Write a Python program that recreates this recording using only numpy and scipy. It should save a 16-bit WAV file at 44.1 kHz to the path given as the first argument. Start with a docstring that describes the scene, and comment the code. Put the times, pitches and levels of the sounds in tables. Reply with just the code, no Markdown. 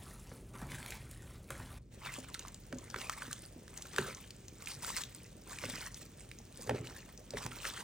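"""A gloved hand turns raw meat and vegetable chunks in oily sauce in a steel pot, in a quiet kitchen.
Clumps of tiny ringing grains and noise make the squelching sauce and the tearing of sticky films.
Air pockets pop as brief rising rings; chunks plop as sinking notes with a slap and the pot's resonances.
The microphone is first across the counter, in mono, then right above the pot, in stereo.
Still room air is coloured noise, and an appliance hums in wavering tones."""
import sys
import numpy as np
from scipy import signal
from scipy.fft import rfft, irfft, next_fast_len
from scipy.io import wavfile
from scipy.ndimage import uniform_filter1d, map_coordinates

SR = 44100
rng = np.random.default_rng(int(sys.argv[2]) if len(sys.argv) > 2 else 0)


def dump(signal):
    """Clip the signal to [-1, 1] and save it as 16-bit WAV at the path in sys.argv[1]."""
    limited = np.clip(np.atleast_2d(signal).T, -1, 1)
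    pcm = np.round(limited * 32767).astype(np.int16)
    wavfile.write(sys.argv[1], SR, pcm)


N = 345302

CLOSE_S = 1.787  # from here on the microphone is right above the pot
# chunks landing on the heap and the pot floor: start_s, level_db (nominal), pitch_hz (before its glide),
# floor_db (pot against level, halved in use), slap_db (against level, capped at 6)
PLOPS = [(0.315, -43, 503, -22, 1.5), (0.55, -40.5, 213, -15, -10), (0.625, -34, 195, -23, -6),
         (0.74, -38.5, 119, -11, -7), (1.045, -44.5, 124, -9, -12), (1.504, -40, 556, -11, 6),
         (1.599, -41.5, 148, 0, 1.5), (2.184, -41.5, 262, -2, -20), (2.725, -39.5, 598, -18, -1.5),
         (2.733, -33.5, 275, -29, -24), (2.76, -39.5, 263, -21, -27), (2.96, -40, 396, -2, 1),
         (3.28, -40.5, 260, -19, -12), (3.562, -43, 270, -12, -28), (3.987, -25.5, 406, -18, -9),
         (4.003, -36.5, 149, -10, -12), (4.773, -43.5, 128, -16, -15), (5.637, -35.5, 547, -7, -3),
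         (5.659, -37.5, 135, -6, -19), (5.736, -41, 167, -8, 0), (6.593, -44, 510, -6, -15),
         (6.675, -38.5, 439, -2, -8), (6.694, -27, 516, -7, -5), (6.709, -26.5, 450, -16, -10),
         (6.72, -32, 260, -22, -32), (6.737, -34.5, 135, -1, -33), (6.804, -38, 116, 2, -26),
         (7.336, -34.5, 547, -33, -16), (7.346, -32, 440, -24, -20), (7.455, -36.5, 120, -4, -8)]


def amp(db):
    """Decibels to gain."""
    return 10 ** (np.asarray(db) / 20)


def unit(x):
    """Scaled to rms 1."""
    return x / np.sqrt(np.mean(x ** 2) + 1e-20)


def along(points, hz):
    """Points of (frequency, value) read on a log frequency axis."""
    f, v = np.transpose(points)
    return np.interp(np.log(hz + 1), np.log(f + 1), v)


def wobble(rate):
    """A smooth random curve, rate knots a second."""
    coarse = np.arange(0, N + 32, 32)
    knots = rng.standard_normal(int(N * rate / SR) + 4)
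    return np.interp(np.arange(N), coarse, map_coordinates(knots, [coarse * rate / SR]))


def filtered(x, response):
    """x times a complex response of frequency."""
    m = next_fast_len(N + SR // 2)
    spectrum = rfft(x, m) * response(np.fft.rfftfreq(m, 1 / SR))
    return irfft(spectrum, m)[..., :N]


def coloured(x, spectrum):
    """x given a spectrum in dB, at rms 1."""
    return unit(filtered(x, lambda hz: amp(along(spectrum, hz))))


def add(track, s, sound):
    """Mix a sound into a track at time s."""
    start = max(0, round(s * SR))
    part = sound[:max(0, N - start)]
    track[start:start + len(part)] += part


def steady(x, span):
    """x with its level evened out over span seconds."""
    power = np.abs(uniform_filter1d(x ** 2, int(span * SR)))
    return x / np.sqrt(power + 1e-4)


def grains(rate, low_hz, high_hz, cycles, spread_db, size):
    """Tiny cavities, rate a second, each ringing for a few cycles at its own pitch and strength."""
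    when, pitch, strength, life = rng.random((int(rate * N / SR), 4)).T[:, :, None]
    turns = low_hz * (high_hz / low_hz) ** pitch * np.arange(size) / SR
    # most grains are faint, a few stand out
    gain = amp(spread_db * np.minimum(-np.log(1 - strength), 4))
    rings = gain * np.sin(2 * np.pi * turns) * np.exp(-turns / (cycles * (.5 + life)))
    at = (when * N).astype(int) + np.arange(size)
    out = np.bincount(at.ravel(), rings.ravel(), N + size)[:N]
    # small cavities are brief and hold little energy: lifting them evens the spectrum
    return unit(filtered(out, lambda hz: np.clip(hz, low_hz, high_hz)))


def shifting(x, depth_db):
    """Gaps between the pieces open and close, so resonances come and go."""
    z = signal.stft(x, nperseg=512)[2]
    field = rng.standard_normal(z.shape)
    field = uniform_filter1d(field, size=5, axis=0)  # smooth over frequency
    field = uniform_filter1d(field, size=7, axis=1)  # smooth over time
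    return signal.istft(z * amp(depth_db * unit(field)), nperseg=512)[1][:N]


def burst(t, rise, decay, low_hz, high_hz):
    """A band of noise that swells quickly and dies away, peak 1; rise and decay in seconds."""
    band = signal.butter(2, [low_hz, min(high_hz, .45 * SR)], "band", fs=SR, output="sos")
    envelope = (1 - np.exp(-t / rise)) * np.exp(-t / decay)
    x = signal.sosfilt(band, rng.choice([-1, 1], len(t)) * envelope)
    return x / np.abs(x).max()


def swells(events, rise, decay, rest_db):
    """Level in dB of (start, hold, dB) events that build up, hold and die away over a resting level."""
    t = np.arange(0, N + 64, 64) / SR
    start, hold, db = np.transpose(events)[:, :, None]
    before = np.maximum(start - t, 0)
    after = np.maximum(t - start - hold, 0)
    shape = np.exp(-before / rise - after / decay)
    power = np.sum((amp(db) * shape) ** 2, axis=0) + amp(rest_db) ** 2
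    return np.interp(np.arange(N) / SR, t, 10 * np.log10(power))


def hand():
    """Nominal squelch and film crackle levels in dB as the hand pushes and lets go."""
    # pushes of the hand through the food: start_s, hold_s, squelch_db, film_db
    strokes = [(0.0, .14, -58.5, -61.5), (0.18, 0.2, -64.5, -65.5), (0.556, 0.08, -53, -62.5),
               (0.712, 0.042, -50, -55.5), (0.787, 0.17, -53, -59), (0.987, 0.37, -63, -67),
               (1.512, 0.12, -55.5, -61.5), (1.674, 0.093, -58, -64), (2.063, 0.014, -46.5, -60),
               (2.128, 0.051, -54.5, -55.5), (2.234, 0.25, -61.5, -67.5), (2.8, 0.2, -65, -67.5),
               (2.996, 0.054, -51.5, -55.5), (3.11, 0.21, -56, -59.5), (3.337, .12, -68.5, -61.5),
               (3.743, 0.22, -62.5, -62.5), (3.972, 0.13, -51, -55.5), (4.164, 0.082, -63, -65),
               (4.612, .01, -60.5, -60.5), (4.685, 0.041, -58, -52), (4.842, 0.09, -53, -50),
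               (4.971, 0.023, -49, -46), (5.121, 0.13, -68, -66.5), (5.513, 0.021, -53.5, -54),
               (5.615, 0.25, -53, -55), (5.964, 0.068, -66.5, -60), (6.199, 0.025, -67, -64),
               (6.577, 0.1, -64, -59), (6.76, 0.012, -54.5, -65), (6.847, 0.16, -59.5, -64),
               (7.08, 0.018, -64, -69.5), (7.373, 0.074, -52.5, -55.5), (7.526, 0.066, -56, -59),
               (7.651, 0.044, -48.5, -50), (7.766, 0.041, -51, -55.5)]
    press_s, let_go_s = 0.029, 0.03  # time constants of a push building up and dying away
    # the resting levels are the sauce creeping between pushes
    squelch = [(s, hold, db) for s, hold, db, _ in strokes]
    film = [(s, hold, db) for s, hold, _, db in strokes]
    squelch_db = swells(squelch, press_s, let_go_s, rest_db=-80)
    film_db = swells(film, press_s, let_go_s, rest_db=-71.5)
    return squelch_db, film_db


def sauce(close):
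    """Sauce squelches between the pieces while sticky films tear off glove and meat."""
    # spectrum of the squelch: frequency_hz, level_db (relative)
    squelch_colour = [(400, -23), (700, -2), (1100, -.5), (1500, -2), (2100, -2), (3000, -8.5), (5000, -11),
                      (9000, -15)]
    # spectrum of the films from across the counter: frequency_hz, level_db (relative)
    film_far = [(1500, -2), (3300, -1), (5000, -4), (7000, 0), (10000, 3.5), (12500, -6), (16000, -6)]
    # spectrum of the films from right above the pot: frequency_hz, level_db (relative)
    film_near = [(1500, -5.5), (3300, -3), (5000, -1), (7000, 0.5), (9300, 2.5), (15500, -5)]

    squelch_db, film_db = hand()
    clumps = wobble(70)  # pieces stick and let go
    # a light touch gives single ticks; in a hard stroke they merge into a wet rustle
    merged = np.interp(np.maximum(squelch_db, film_db), [-62, -46], [.5, 1.5])
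    bubbles = grains(rate=1000, low_hz=598, high_hz=4480, cycles=1.7, spread_db=3.5, size=300)
    ticks = grains(rate=900, low_hz=2650, high_hz=15300, cycles=1.55, spread_db=4.5, size=100)

    squelching = shifting(bubbles + merged * rng.standard_normal(N), depth_db=4.5) * amp(2.1 * clumps)
    squelch = coloured(squelching, squelch_colour)
    tearing = shifting(ticks + merged * rng.standard_normal(N), depth_db=2.5) * amp(2.66 * clumps)
    film = np.where(close, coloured(tearing, film_near), coloured(tearing, film_far))
    return amp(squelch_db - 1.77) * steady(squelch, span=.06) + amp(film_db + 2.0) * steady(film, span=0.074)


def heap():
    """Soft pieces tumble against each other with dull bumps, under the hand and after each landing."""
    # spectrum of the bumps: frequency_hz, level_db (relative)
    bump_colour = [(50, -9), (90, 2), (160, 2.5), (280, -4.5), (500, -7), (900, -17), (2000, -47)]
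    bumps = grains(rate=130, low_hz=99.5, high_hz=804, cycles=1.11, spread_db=2, size=2400)
    # neighbours tumble 18.5 dB below a landing's level; the resting level is the heap's slow shifting
    landings = [(s, 0, db - 18.5) for s, db, *_ in PLOPS]
    tumble_db = swells(landings, rise=0.015, decay=0.068, rest_db=-64)
    push_db = hand()[0] - 11.5  # the heap's share of a push
    level = np.hypot(amp(tumble_db), amp(push_db))
    return level * steady(coloured(bumps, bump_colour), span=0.16)


def background():
    """Still room air as coloured noise and an appliance's wavering hum, as mid and side."""
    # spectrum of the room air: frequency_hz, level_db (relative)
    air_colour = [(25, -16), (45, 3.5), (100, 0), (200, -5), (500, -17.5), (900, -27.5), (1500, -29.5),
                  (2600, -30), (4500, -37), (6500, -31.5), (9000, -34.5), (11000, -49), (15500, -34)]
    # appliance tones: frequency_hz, level_db (nominal, wavers)
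    hum_tones = [(43.3, -61.5), (59.5, -73.5), (115, -64)]
    t = np.arange(N) / SR
    hum = np.zeros(N)
    for hz, db in hum_tones:
        level = amp(db + 2.8 * wobble(4.1))
        hum += level * np.sin(2 * np.pi * hz * t + 0.86 * wobble(5.0))
    mid, side = amp(-57) * coloured(rng.standard_normal((2, N)), air_colour)
    return hum + mid, side


def plops():
    """A chunk slaps down with a hollow note that sinks as it settles; the loaded pot answers."""
    # resonances of the loaded pot: frequency_hz and level_db (both vary by landing), t60_s
    pot_modes = [(83, -3, 0.095), (114.4, 4.5, 0.37), (164, -2.5, .14), (252, -1.5, 0.28),
                 (336, -4.5, 0.22), (428.4, -2.5, 0.12), (525, -17, 0.12)]
    out, t = np.zeros(N), np.arange(SR // 5) / SR
    cushion = 1 - np.exp(-t / 0.0012)  # the heap softens the blow on the steel
    for s, db, hz, floor_db, slap_db in PLOPS:
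        turns = np.cumsum(hz * (0.919 + 0.32 * np.exp(-t / 0.0028))) / SR
        note = np.sin(2 * np.pi * turns) * np.exp(-t / 0.0072) * (1 - np.exp(-t / 0.0012))
        slap = burst(t, rise=0.00028, decay=0.0039, low_hz=755, high_hz=1940)
        pot = np.zeros(len(t))
        for mode_hz, mode_db, t60 in pot_modes:
            louder, sharper = rng.standard_normal(2)
            ringing = np.sin(2 * np.pi * mode_hz * (1 + 0.024 * sharper) * t)
            pot += amp(mode_db + 1.6 * louder - 60 * t / t60) * ringing
        landing = amp(db + .5) * note
        landing += amp(db + min(slap_db, 6) - 1.0) * slap
        landing += amp(db + .5 * floor_db - 10.5) * pot * cushion
        add(out, s, landing)
    return out


def pops():
    """A film snaps and the air pocket behind it rings for a few cycles, rising as it opens."""
    # larger air pockets opening in the sauce: start_s, level_db (nominal), pitch_hz (before its glide),
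    # snap_db (against level, capped at 0 and scaled by 0.55 in use)
    pockets = [(0.616, -35.5, 900, -12), (0.718, -29.5, 1980, -13), (0.828, -32, 2240, -17),
               (0.861, -32, 2320, -1), (0.905, -31, 6660, -3), (0.922, -28, 2260, -26),
               (1.112, -34, 8700, -14), (1.308, -45, 1260, -13), (1.504, -27.5, 1400, -7),
               (2.07, -35, 1410, -27), (2.343, -31, 4050, -10), (2.347, -33.5, 1880, -3),
               (2.393, -30.5, 6300, -13), (2.45, -37, 1160, -30), (2.482, -36.5, 6600, -12),
               (2.544, -34.5, 7100, -16), (2.726, -38.5, 1600, -6), (2.785, -36, 6300, -33),
               (2.901, -38, 5330, -14), (2.943, -25, 1400, -39), (2.961, -36, 1800, -2),
               (3.096, -24.5, 1236, -7), (3.221, -28, 1510, -34), (3.329, -28, 8400, -5),
               (3.679, -46, 1660, 1), (3.775, -32, 6340, -13), (3.822, -31, 6800, -14),
               (3.962, -31.5, 1800, 2), (3.983, -17.5, 1550, -20.5), (4.148, -34, 5900, -28),
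               (4.306, -39, 4430, -4), (4.482, -37, 5920, -15), (4.659, -37.5, 5830, -7.5),
               (4.672, -32, 2470, -11), (4.846, -34, 1430, 0), (4.901, -31, 1030, -13),
               (4.985, -38, 1400, -12), (5.019, -31.5, 6800, -13), (5.036, -32.5, 3600, -5),
               (5.148, -34, 7900, -40), (5.586, -33, 2400, -11), (5.638, -32, 1960, -22),
               (5.698, -29, 8260, -29), (5.944, -33.5, 5640, -23), (6.314, -38.5, 2210, -10),
               (6.387, -40, 6050, -19), (6.694, -24, 822, -17.5), (6.871, -36.5, 2800, -25),
               (7.176, -40, 5800, -27), (7.306, -34.5, 5330, -9), (7.371, -31.5, 2000, -28),
               (7.463, -32, 960, 1), (7.652, -25.5, 1820, -19)]
    out, t = np.zeros(N), np.arange(SR // 30) / SR
    for s, db, hz, snap_db in pockets:
        turns = np.cumsum(hz * (1.1 - 0.38 * np.exp(-hz * t / 2))) / SR
        age = t / (0.00016 + 0.54 / hz)  # big pockets open and close more slowly
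        pocket = np.sin(2 * np.pi * turns) * age ** 2 * np.exp(-age)
        # sauce splatters over the pocket and roughens its ring
        splatter = burst(t, rise=0.0016, decay=0.0022, low_hz=0.7 * hz, high_hz=1.7 * hz)
        ring = pocket / np.abs(pocket).max() + 0.58 * splatter
        ring /= np.abs(ring).max()
        snap = burst(t, rise=.002, decay=.0012, low_hz=2400, high_hz=12500)
        add(out, s, amp(db - 4.5) * ring + amp(db + .55 * min(snap_db, 0) - 1.0) * snap)
    return out


def kitchen(x):
    """The room's diffuse answer, as two unrelated tails of noise that decay by frequency."""
    # reverberation of the kitchen: frequency_hz, t60_s
    room_decay = [(100, 0.54), (1000, 0.33), (5000, 0.37), (15000, 0.13)]
    hz, t, z = signal.stft(rng.standard_normal((2, SR // 2)), SR, nperseg=256)
    fading = amp(-60 * t / along(room_decay, hz)[:, None])
    tail = signal.istft(z * fading, SR, nperseg=256)[1]
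    tail /= np.linalg.norm(tail[0])
    late = np.pad(x, (150, 0))[None]  # the answer starts 150 samples after the direct sound
    return signal.fftconvolve(late, tail, axes=1)[:, :N]


def ports(mid, side):
    """Two microphone ports close to the pot: alike in the bass, with their own level and phase higher up."""
    # level of the left port over the right: frequency_hz, difference_db
    lean = [(150, 0), (300, -1), (500, -1), (1000, -2.5), (2000, 0), (4000, -0.1)]
    # phase by which the right port leads: frequency_hz, lead_rad
    lead = [(250, 0), (520, .5), (720, 1.8), (930, 1), (1250, 0.72), (2000, 0), (4800, 1.1), (6500, 1),
            (9500, 2), (11000, 4), (13500, 5), (15700, 3.5)]
    # the close microphone's treble colour: frequency_hz, gain_db
    treble = [(9400, -1), (10700, -6.5), (12500, -21.5), (14800, 3.5)]
    # stereo width of the side signal: frequency_hz, gain_db
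    width = [(60, -24), (140, -18.5), (260, -8), (700, -4), (1400, -24.5), (3000, -3), (10000, -9.5)]
    side = filtered(side, lambda hz: amp(along(width, hz)))

    def response(hz):
        """Half of the difference goes to the left port, its inverse to the right."""
        half = amp(along(lean, hz) / 2) * np.exp(-.5j * along(lead, hz))
        return amp(along(treble, hz)) * half ** np.array([[1], [-1]])

    return filtered(np.array([mid + side, mid - side]), response)


def scene():
    """The pot, heard in mono from across the counter and then in stereo from just above."""
    close = np.arange(N) / SR > CLOSE_S
    wet = sauce(close) + pops()
    food = wet + heap() + plops()
    air, air_side = background()
    room, room_side = kitchen(food)
    far = amp(0.64) * food + amp(-5) * room + amp(3) * air
    scatter = 0.63 * np.tanh(wobble(130)) * wet  # each click comes from its own spot in the pot
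    near_mid = food + amp(-14) * room + air
    near_side = scatter + amp(-16) * room_side + air_side
    return np.where(close, ports(near_mid, near_side), far)


def record(dry):
    """The recorder limits the band at both ends; above the bass, the level dips briefly, then stands higher."""
    # level above the bass, held before the first and after the last point: time_s, gain_db
    dip = [(1.785, -2.5), (1.789, -9.5), (1.9, -10), (1.92, 6)]
    top_hz, bottom_hz = 16200, 35.0
    s, gain_db = np.transpose(dip)
    gain = amp(np.interp(np.arange(N) / SR, s, gain_db))
    bass = filtered(dry, lambda hz: 1 / (1 + (hz / 500) ** 2))
    sound = bass + (dry - bass) * gain
    return filtered(sound, lambda hz: (hz < top_hz) * hz ** 10 / (hz ** 10 + bottom_hz ** 10))


dry = scene()
out = record(dry)
dump(out)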